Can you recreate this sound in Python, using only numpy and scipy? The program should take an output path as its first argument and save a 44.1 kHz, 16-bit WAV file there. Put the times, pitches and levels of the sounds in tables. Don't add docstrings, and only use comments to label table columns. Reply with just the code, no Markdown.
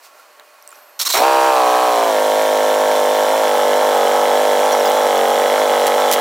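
import sys
import numpy as np
from scipy import signal
from scipy.fft import rfft, irfft
from scipy.io import wavfile
from scipy.ndimage import uniform_filter1d

SR = 44100
rng = np.random.default_rng(int(sys.argv[2]) if len(sys.argv) > 2 else 0)


def store_wav(level_fs):
    pcm = np.round(np.clip(np.atleast_2d(level_fs), -1, 1) * 32767)
    wavfile.write(sys.argv[1], SR, pcm.T.astype(np.int16))


def elevation(decibels):
    levels = np.asarray(decibels, float)
    return 10 ** (levels / 20)


N = 273704
T = np.arange(N) / SR

# freq_hz, density_db
STREET_COLOUR = [(35, -69), (60, -61), (223, -23.5), (598, -3.5), (756, -3.5), (1100, -4), (2280, -8.5),
                 (2500, -8), (3560, -11), (4290, -8), (10500, -14.5), (15200, -14), (16400, -34)]
# freq_hz, level_db
HUMS = [(597.5, -62.5), (1098, -62.5), (1367, -67), (2476, -69), (4323, -72)]
# centre_s, length_s, low_rise_db, high_rise_db
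RUSTLES = [
    (0.053, 0.027, 0, 9),
    (0.198, 0.048, 0.5, 2.5),
    (0.405, 0.022, 4, -1),
    (0.757, 0.058, 3, 4),
]
STREET_DB, RUSTLE_DB, SWELL_DB = -48.5, -51.5, .7
# start_s, peak_db, ring_hz, t60_s
CLICKS = [(0.3972, -26, 3900, 0.0056), (0.397, -29, 1700, .008), (.3978, -36, 7000, .004),
          (0.69, -27, 8160, 0.01), (0.6756, -19, 8300, 0.0063), (.6248, -29, 12000, .006),
          (.6252, -31, 5700, .006), (.676, -30, 15000, .005), (.676, -29, 6000, .006),
          (.543, -42, 11000, .004), (.3975, -42, 9000, .004), (.757, -42, 8000, .008),
          (0.7053, -33, 9100, 0.015), (0.7154, -34, 7280, 0.018), (0.7552, -38, 5840, 0.015),
          (1.123, -11, 4090, .03), (1, -19, 4350, 0.038), (5.4, -22, 3400, .012)]
# start_s, peak_db, ring_hz, t60_s
TAPS = [
    (0.196, -36, 1370, 0.046),
    (0.396, -39, 1110, 0.033),
    (0.7264, -29, 1350, 0.024),
    (0.787, -37, 1470, 0.029),
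    (0.819, -45, 1080, 0.04),
]
# time_s, pitch_hz, level_db
PUMP = [
    (.72, 12500, -62),
    (.77, 12450, -51),
    (.98, 12100, -58),
]

# start_s, length_s, grind_db, thud_db
STROKES = [
    (0.991, .008, -22, -40),
    (0.997, 0.0093, -20, -30),
    (1.012, 0.013, -18.5, -35),
    (1.049, 0.0089, -22, -35),
    (1.06, 0.017, -19, -27.5),
    (1.088, 0.018, -18.5, -36),
    (1.099, 0.0054, -25, -25),
    (1.122, 0.011, -17.5, -60),
    (1.135, 0.054, -21, -20.5),
]
STROKE_RISE_S, STROKE_T60_S = 0.0021, 0.093
# freq_hz, density_db
GRIND = [(1180, -34), (2000, -7.5), (2790, -6.5), (4150, 0.5), (5170, -4.5), (5550, -3), (9910, -8),
         (14600, -3.5), (16400, -14)]
# freq_hz, width_hz, level_db
GEARS = [(3900, 350, -9), (4300, 200, -5), (5530, 130, 2.5), (6400, 200, -3), (7500, 320, -5),
         (8800, 200, -7)]

# time_s, rate_cycles_per_s
SPEED = [(1.13, 53.9), (1.26, 67.5), (1.467, 67.095), (1.577, 64.568), (1.654, 61.541), (1.841, 62.956),
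         (1.98, 58.475), (2.061, 56.87), (2.152, 51.981), (2.361, 51.89), (3.37, 51.583), (3.525, 50.011),
         (6.264, 49.02)]
# centre_s, change_cycles_per_s
SURGES = [(2.415, 1.096), (3.059, -1.63), (3.114, 0.787), (3.375, 2.547), (3.83, 1.844), (4.026, -1.773),
          (4.433, 1.766), (4.679, 1.788), (4.968, 2.051), (5.155, -0.528), (5.228, -2.352), (5.596, 2.625),
          (5.895, -0.491), (6.01, 1.657)]
SURGE_S = .0713
# time_s, level_db
ENGINE = [(1.14, -22), (1.195, -16.5), (1.215, -12.5), (1.24, -10.5), (1.3, -11), (1.65, -11.5),
          (2.15, -13.5), (2.8, -13), (3.3, -13.5), (3.9, -12.5), (6.21, -13)]
# time_s, state (0 flare, 1 dropping, 2 settling, 3 pulling), unevenness_ratio
THROTTLE = [(1.14, 0, 2), (1.195, 0, 1.2), (1.225, 0, .5), (1.29, 0, .11), (1.49, 0, .11), (1.58, 1, .1),
            (2.04, 1, .12), (2.17, 2, .12), (3.4, 2, .12), (3.55, 2, .13), (6.2, 2, .14)]
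# time_s, pulling_chance_ratio
PULL_CHANCE = [(2.2, .03), (3.4, .1), (3.5, .8), (3.62, .7), (3.68, .15), (3.88, .05), (3.93, .95),
               (4.05, .7), (4.3, .6), (4.36, .03), (4.5, .1), (4.78, .9), (4.95, .4), (5.08, .95),
               (5.45, .85), (5.52, .1), (5.65, .7), (6.2, .9)]
QUIET_SHARE = .38
CATCH_S = 1.14
# centre_s, length_s, change_db
DUCK = (6.133, .013, -8)

# multiple_of_cycle_rate, level_db
FLARE = [(1, -58), (2, -50), (3, -38), (4, -27), (5, -12), (6, -16), (7, -5), (8, -10), (9, -2), (10, -7),
         (11, -8), (12, -1), (13, -13), (14, 0), (15, -14), (16, -6), (17, -13), (18, -11), (19, -15),
         (20, -12), (21, -15), (22, -18), (23, -16), (24, -17), (25, -16), (26, -19), (27, -31), (28, -21),
         (29, -27), (30, -30), (31, -26), (32, -25), (33, -21), (34, -29), (35, -24), (36, -28)]
# multiple_of_cycle_rate, level_db
DROPPING = [(1, -59), (2, -60), (3, -41), (4, -24), (5, -14), (6, -22), (7, -8), (8, -9), (9, -4), (10, -4),
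            (11, -7), (12, 0), (13, -3), (14, -10), (15, -10), (16, -6), (17, -8), (18, -6), (19, -15),
            (20, -11), (21, -13), (22, -20), (23, -22), (24, -24), (25, -19), (26, -23), (27, -24),
            (28, -24), (29, -21), (30, -24), (31, -26), (32, -29), (33, -29), (34, -30), (35, -32),
            (36, -35)]
# multiple_of_cycle_rate, level_db
SETTLING = [(1, -57), (2, -58), (3, -51), (4, -28), (5, -15), (6, -22), (7, -14), (8, -18), (9, -4),
            (10, -1), (11, -2), (12, 0), (13, -12), (14, -5), (15, -9), (16, -10), (17, -11), (18, -6),
            (19, -15), (20, -17), (21, -11), (22, -25), (23, -21), (24, -23), (25, -33), (26, -17),
            (27, -18), (28, -30), (29, -29), (30, -17), (31, -24), (32, -29), (33, -23), (34, -18),
            (35, -26), (36, -32)]
# multiple_of_cycle_rate, level_db
PULLING = [(1, -60), (2, -60), (3, -48), (4, -27), (5, -16), (6, -23), (7, -15), (8, -21), (9, -6),
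           (10, -2), (11, -3), (12, -2), (13, -11), (14, -8), (15, -5), (16, -6), (17, -3), (18, -16),
           (19, -10), (20, -13), (21, -25), (22, -12), (23, -25), (24, -19), (25, -20), (26, -13),
           (27, -15), (28, -20), (29, -26), (30, -23), (31, -18), (32, -29), (33, -23), (34, -20),
           (35, -26), (36, -30)]
BITE = [0.022, 0.017, 0.035, 0.047]
# cycle_share, level_db
WAVES = [
    [(.072, -5.8), (.09, -12.2), (.186, -9.6), (.619, -9.5), (.715, -13.1), (.841, -8.5)],
    [(.027, -.9), (.457, -6.2), (.514, -7.7), (.522, -3.9), (.562, -5.1), (.699, -5.7)],
    [(.136, -5), (.155, -3.7), (.571, -6.6), (.796, -7.9), (.85, -3.3), (.998, -2.8)],
    [(.132, -2.3), (.163, 1), (.359, -9.1), (.583, -6.6), (.745, -6.8), (.786, -.1)],
]
PIPE = [
    (.834, .48),
    (1.424, -.61),
    (.218, 2.66),
    (.218, 3.1),
]
# cycle_share, level_db
FRONTS = [
    [(.231, -3.8), (.386, -7.9), (.8, -8.8), (.911, -2)],
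    [(.152, -8.7), (.202, -8.3), (.6, -4.1), (.699, -6.9)],
    [(.184, -2.2), (.246, -15), (.551, -7.5), (.911, -3.6)],
    [(.182, -.6), (.297, -5.2), (.446, -6.9), (.557, -5.3), (.839, -6)],
]
FRONT_TWIST = [-1.4, 2.5, -1.09, 5.4]
FRONT_FROM = 20
FRONT_JITTER_CYCLES, FRONT_SCATTER_DB = .015, 14
LOPE_DB = 1.6

RASP_DB = [-23, -24, -17, -16]
RASP_HZ, RASP_WIDTH_HZ, RASP_SHARE = 830, 220, .0
# multiple_of_cycle_rate, level_db
ALTERNATE = [(13.5, -20), (15.5, -19), (16.5, -20), (20.5, -27), (25.5, -28)]

# cycle_share, knock_db, hiss_db
BEATS = [
    (.065, 0, 0),
    (.39, -9, -3),
    (.49, -11, -1),
    (.79, -10, -2),
]
# multiple_of_cycle_rate, decay_cycles, level_db, lag_cycles
KNOCK = [(41.5, .04, 11.5, .04), (33, .035, 1, .08), (64, .05, 2, 0), (79, .045, 0, .02)]
KNOCK_DB, KNOCK_CATCH_DB, KNOCK_EASE_S, KNOCK_DB_PER_S = -34, 10, .4, 1.2
REV_KNOCK_DB = 8
# freq_hz, density_db
GAS = [(710, -16), (1200, -16), (1370, -8), (1460, -6.5), (1590, -1.5), (2240, -10), (2610, -11.5),
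       (3380, -8), (4670, -12.5), (5610, -12.5), (7350, -10.5), (8270, -13), (14800, -16.5), (15800, -19)]
# freq_hz, width_hz, level_db
CASING = [(3100, 360, 0.5), (5580, 290, 1), (11340, 380, -11), (4070, 120, -3.5)]
GAS_DB, GAS_CATCH_DB, GAS_EASE_S = -33.5, 4, .08
WHINE_DB, WHINE_DB_PER_S = -10, 1.8
# start_s, peak_db, ring_hz, t60_s
BANGS = [(1.141, -9, 686, 0.019), (1.15, -10, 1110, 0.016), (1.149, -10, 710, 0.022),
         (1.168, -6, 890, 0.017), (1.179, -6, 945, 0.016), (1.201, -21, 969, 0.016),
         (1.201, -6, 553, 0.033), (1.209, -9, 552, 0.02), (1.22, -5.5, 660, 0.039),
         (1.228, -14, 767, 0.013)]

# start_s, peak_db, t60_s, thump_db
CLACKS = [
    (1.185, -43, .03, -25),
    (1.76, -50, .03, -43),
    (2.859, -36, .03, -31),
    (4.722, -18, 0.055, -71),
    (5.867, -8.5, 0.049, -29),
    (5.878, -19, .05, -60),
    (6.113, -4.5, 0.029, -40),
    (6.124, -4, 0.047, -31),
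    (6.134, -5, 0.058, -40),
    (6.198, -40, .01, -43),
]
# start_s, length_s, start_hz, end_hz, level_db
SQUEAKS = [(4.066, 0.01, 3100, 3030, -24), (4.717, 0.031, 5840, 5600, -24), (4.716, .02, 4300, 4170, -28),
           (4.717, .015, 6400, 6700, -30), (4.717, .018, 3200, 3400, -26),
           (4.801, 0.011, 5600, 5600, -23.5), (4.845, 0.035, 5300, 4600, -25),
           (4.846, 0.017, 6900, 6500, -31), (4.846, .02, 15400, 15100, -27),
           (4.887, .022, 14200, 14000, -32), (4.903, .012, 15800, 15200, -33)]
# freq_hz, left_minus_right_db
BALANCE_DB = [(125, 0), (250, -.2), (500, -.6), (1000, -1.1), (2000, -1.8), (4000, -3.2), (8000, -3.2),
              (12000, -2.6)]
BASS_CUT_HZ = 201


def level(x, db):
    return x * elevation(db) / np.sqrt(np.mean(x ** 2))


def noise():
    return rng.standard_normal(N)


def columns(table):
    s, *cols = np.transpose(table)
    return [np.interp(T, s, c) for c in cols]


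def colour(x, points):
    hz, db = np.transpose(points)
    log_f = np.log(np.maximum(np.fft.rfftfreq(N, 1 / SR), 1))
    return irfft(rfft(x) * elevation(np.interp(log_f, np.log(hz), db)), N)


def ring(x, hz, width_hz):
    return signal.lfilter(*signal.iirpeak(hz, hz / width_hz, SR), x)


def rings(x, modes):
    return sum(elevation(db) * ring(x, hz, width_hz) for hz, width_hz, db in modes)


def walk(rate_hz):
    knots_s = np.arange(0, N / SR + 1, 1 / rate_hz)
    return np.interp(T, knots_s, rng.standard_normal(len(knots_s)))


def fade(start_s, t60_s, rise_s=.0003):
    t = np.maximum(T - start_s, 0)
    return (1 - np.exp(-t / rise_s)) * elevation(-60 * t / t60_s)


def bump(centre_s, length_s):
    return np.exp(-((T - centre_s) / length_s) ** 2)


def cycle_luck(turn, count):
    return rng.standard_normal((500, count))[np.floor(turn).astype(int) + 1].T


def street():
    low_db = STREET_DB + SWELL_DB * walk(6.8) + sum(d * bump(s, length) for s, length, d, _ in RUSTLES)
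    high_db = RUSTLE_DB + sum(d * bump(s, length) for s, length, _, d in RUSTLES)
    wash = colour(noise(), STREET_COLOUR)
    low = signal.sosfilt(signal.butter(2, 2700, fs=SR, output="sos"), wash)
    hums = sum(elevation(db + 5.0) * level(ring(noise(), hz, 6.3), 0) for hz, db in HUMS)
    return level(low, 0) * elevation(low_db) + level(wash - low, 0) * elevation(high_db) + hums


def hits(table):
    out = 0
    for start_s, db, hz, t60_s in table:
        tone = np.sin(2 * np.pi * hz * (T - start_s))
        scrape = colour(noise(), [(hz / 3, -15), (hz, 0), (hz * 2, -4)])
        out = out + elevation(db) * fade(start_s, t60_s) * (tone + 0.46 * scrape)
    return out


def fuel_pump():
    hz, db = columns(PUMP)
    whine = np.sin(2 * np.pi * np.cumsum(hz) / SR)
    return elevation(db + 3 * walk(58)) * whine * (T > .72) * (T < 1)


def starter():
    teeth = colour(noise() * elevation(2.2 * walk(200)), GRIND)
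    gears = sum(rings(teeth, [gear]) * elevation(5 + 3 * walk(40)) for gear in GEARS)
    grind = level(teeth + gears, 0)
    thud = level(rings(noise(), [(640, 98, -8), (1120, 400, 6)]), 0)
    out = 0
    for start_s, length_s, grind_db, thud_db in STROKES:
        rise = np.clip((T - start_s) / STROKE_RISE_S, 0, 1)
        fall = elevation(-60 * np.maximum(T - start_s - length_s, 0) / STROKE_T60_S)
        out = out + rise * fall * (grind * elevation(grind_db) + thud * elevation(thud_db))
    return out


def burn(turn):
    cycle = np.floor(turn - QUIET_SHARE).astype(int) + 1
    start = np.searchsorted(cycle, cycle)
    pulls = rng.random(500)[cycle] < columns(PULL_CHANCE)[0][start]
    return uniform_filter1d(pulls * (T > PULL_CHANCE[0][0]) * 1., size=60)


def gathered(k, pulses):
    return sum(elevation(db) * np.exp(-2j * np.pi * k * share) for share, db in pulses)


def exhaust(turn, uneven, state):
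    out, states = 0, np.arange(len(WAVES))
    ragged = np.minimum(uneven, .3)
    slip = FRONT_JITTER_CYCLES * ragged * walk(170)
    push = elevation(FRONT_SCATTER_DB * ragged * walk(170))
    for rows in zip(FLARE, DROPPING, SETTLING, PULLING):
        k = rows[0][0]
        size = elevation(np.array([row[1] + bite * k for row, bite in zip(rows, BITE)]))
        if k >= FRONT_FROM:
            phase = [twist + np.angle(gathered(k, fronts)) for fronts, twist in zip(FRONTS, FRONT_TWIST)]
        else:
            phase = [np.angle(gathered(k, waves)) + twist - 2 * np.pi * lag * np.log(k)
                     for waves, (lag, twist) in zip(WAVES, PIPE)]
        wave = np.interp(state, states, size * np.exp(1j * np.array(phase)))
        spread = uneven * (k / 12) ** .9
        if k >= FRONT_FROM:
            wave = wave * push * np.exp(2j * np.pi * k * slip)
            spread = spread * .45
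        wobble = 1 + spread * (walk(45) + 1j * walk(45))
        out = out + np.real(wobble * wave * np.exp(2j * np.pi * k * turn)) / np.sqrt(1 + spread ** 2)
    late = turn - .4
    lope = np.sin(np.pi * np.clip(late % 1 / .7, 0, 1)) ** 2
    return out * elevation(LOPE_DB * cycle_luck(late, 1)[0] * lope)


def rasp(turn, state):
    gate = 1 + .7 * np.cos(2 * np.pi * (turn - RASP_SHARE))
    hiss = ring(ring(noise(), RASP_HZ, RASP_WIDTH_HZ), RASP_HZ, 2.0 * RASP_WIDTH_HZ) * gate
    halves = sum(elevation(db + 4 * walk(9)) * np.sin(2 * np.pi * (m * turn + .2 * walk(9))) for m, db in ALTERNATE)
    return level(hiss, 0) * elevation(np.interp(state, np.arange(len(RASP_DB)), RASP_DB)) + halves


def valve_knocks(turn, state):
    out = 0
    for share, db, _ in BEATS:
        if share == BEATS[2][0]:
            db = db + REV_KNOCK_DB * np.clip(2 - state, 0, 1)
        since = (turn - share) % 1
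        strength, detune, *own = np.clip(cycle_luck(turn - share, 2 + len(KNOCK)), -2, 2)
        pitch = 1 + 0.023 * detune - .055 * np.clip(2 - state, 0, 2)
        ripple = 0
        for (multiple, decay, mode_db, lag), luck in zip(KNOCK, own):
            after = since - lag
            shape = np.exp(-after / decay) * (1 - np.exp(-np.maximum(after, 0) / .012))
            ripple = ripple + elevation(mode_db + 1.8 * luck) * shape * np.sin(2 * np.pi * multiple * pitch * after)
        out = out + elevation(db + 1.8 * strength) * ripple
    return level(out, 0)


def gas_hiss(turn):
    puffs = .85
    for share, _, db in BEATS:
        luck = np.clip(cycle_luck(turn - share, 1)[0], -2, 2)
        puffs = puffs + elevation(db + 2.5 * luck) * np.exp(-((turn - share) % 1) / .07)
    gas = colour(noise() * puffs, GAS)
    return level(gas + rings(gas, CASING), 7.2)


def gear_whine():
    hz = 68 * columns(SPEED)[0] + 40 * walk(22) + 150 * bump(6.06, .07)
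    whine = (walk(60) + 2.2) * np.sin(2 * np.pi * (np.cumsum(hz) / SR + .2 * walk(130)))
    return level(whine, WHINE_DB)


def engine():
    since_s = np.maximum(T - CATCH_S, 0)
    note_db = columns(ENGINE)[0] + DUCK[2] * bump(*DUCK[:2])
    knock_db = KNOCK_DB + KNOCK_CATCH_DB * np.exp(-since_s / KNOCK_EASE_S) + KNOCK_DB_PER_S * since_s
    gas_db = GAS_DB + GAS_CATCH_DB * np.exp(-since_s / GAS_EASE_S)
    state, uneven = columns(THROTTLE)
    speed = columns(SPEED)[0] + sum(change * bump(s, SURGE_S) for s, change in SURGES)
    turn = np.cumsum(speed) / SR - .129 + .0028 * walk(40)
    state = state + burn(turn)
    note = exhaust(turn, uneven, state)
    note = note / np.sqrt(uniform_filter1d(note ** 2, size=SR // 8)) + rasp(turn, state)
    gas = gas_hiss(turn) + gear_whine() * elevation(WHINE_DB_PER_S * since_s)
    mix = elevation(note_db) * note + elevation(knock_db) * valve_knocks(turn, state) + elevation(gas_db) * gas
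    return mix * np.clip((T - CATCH_S) / 0.0021, 0, 1)


def clacks():
    metal = [(1500, -2.0), (4000, -4.0), (10500, -4.0), (16000, -5)]
    return sum(fade(s, t60_s) * elevation(db) * colour(noise(), metal) for s, db, t60_s, _ in CLACKS)


def squeaks():
    out = 0
    for start_s, length_s, start_hz, end_hz, db in SQUEAKS:
        u = np.clip((T - start_s) / length_s, 0, 1)
        hz = (start_hz + (end_hz - start_hz) * u) * (1 + 0.0119 * walk(200))
        tone = np.sin(2 * np.pi * np.cumsum(hz) / SR)
        out = out + elevation(db + 3.3 * walk(250)) * np.sin(np.pi * u) * tone
    return out


def scene():
    mono = street() + hits(TAPS + CLICKS) + fuel_pump() + starter()
    mono = mono + engine() + hits(BANGS) + clacks() + squeaks()
    return np.array([colour(mono, [(hz, side * db / 2) for hz, db in BALANCE_DB]) for side in (1, -1)])


def band_limit(x):
    return signal.sosfilt(signal.butter(12, 16510, fs=SR, output="sos"), x)


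def record(dry):
    x = np.tanh(0.87 * dry) / 0.93
    cut = signal.sosfilt(signal.butter(8, BASS_CUT_HZ, "high", fs=SR, output="sos"), x)
    cut = signal.sosfilt(signal.ellip(10, .3, 50, 15900, fs=SR, output="sos"), cut)
    thumps = sum(elevation(thump_db) * fade(s, 0.01, rise_s=0.00085) for s, _, _, thump_db in CLACKS)
    leak = elevation(-20.0) * ring((x - dry) * (1 + walk(42)), 60., 120.)
    return band_limit(cut + leak + thumps)


dry = scene()
out = record(dry)
store_wav(out)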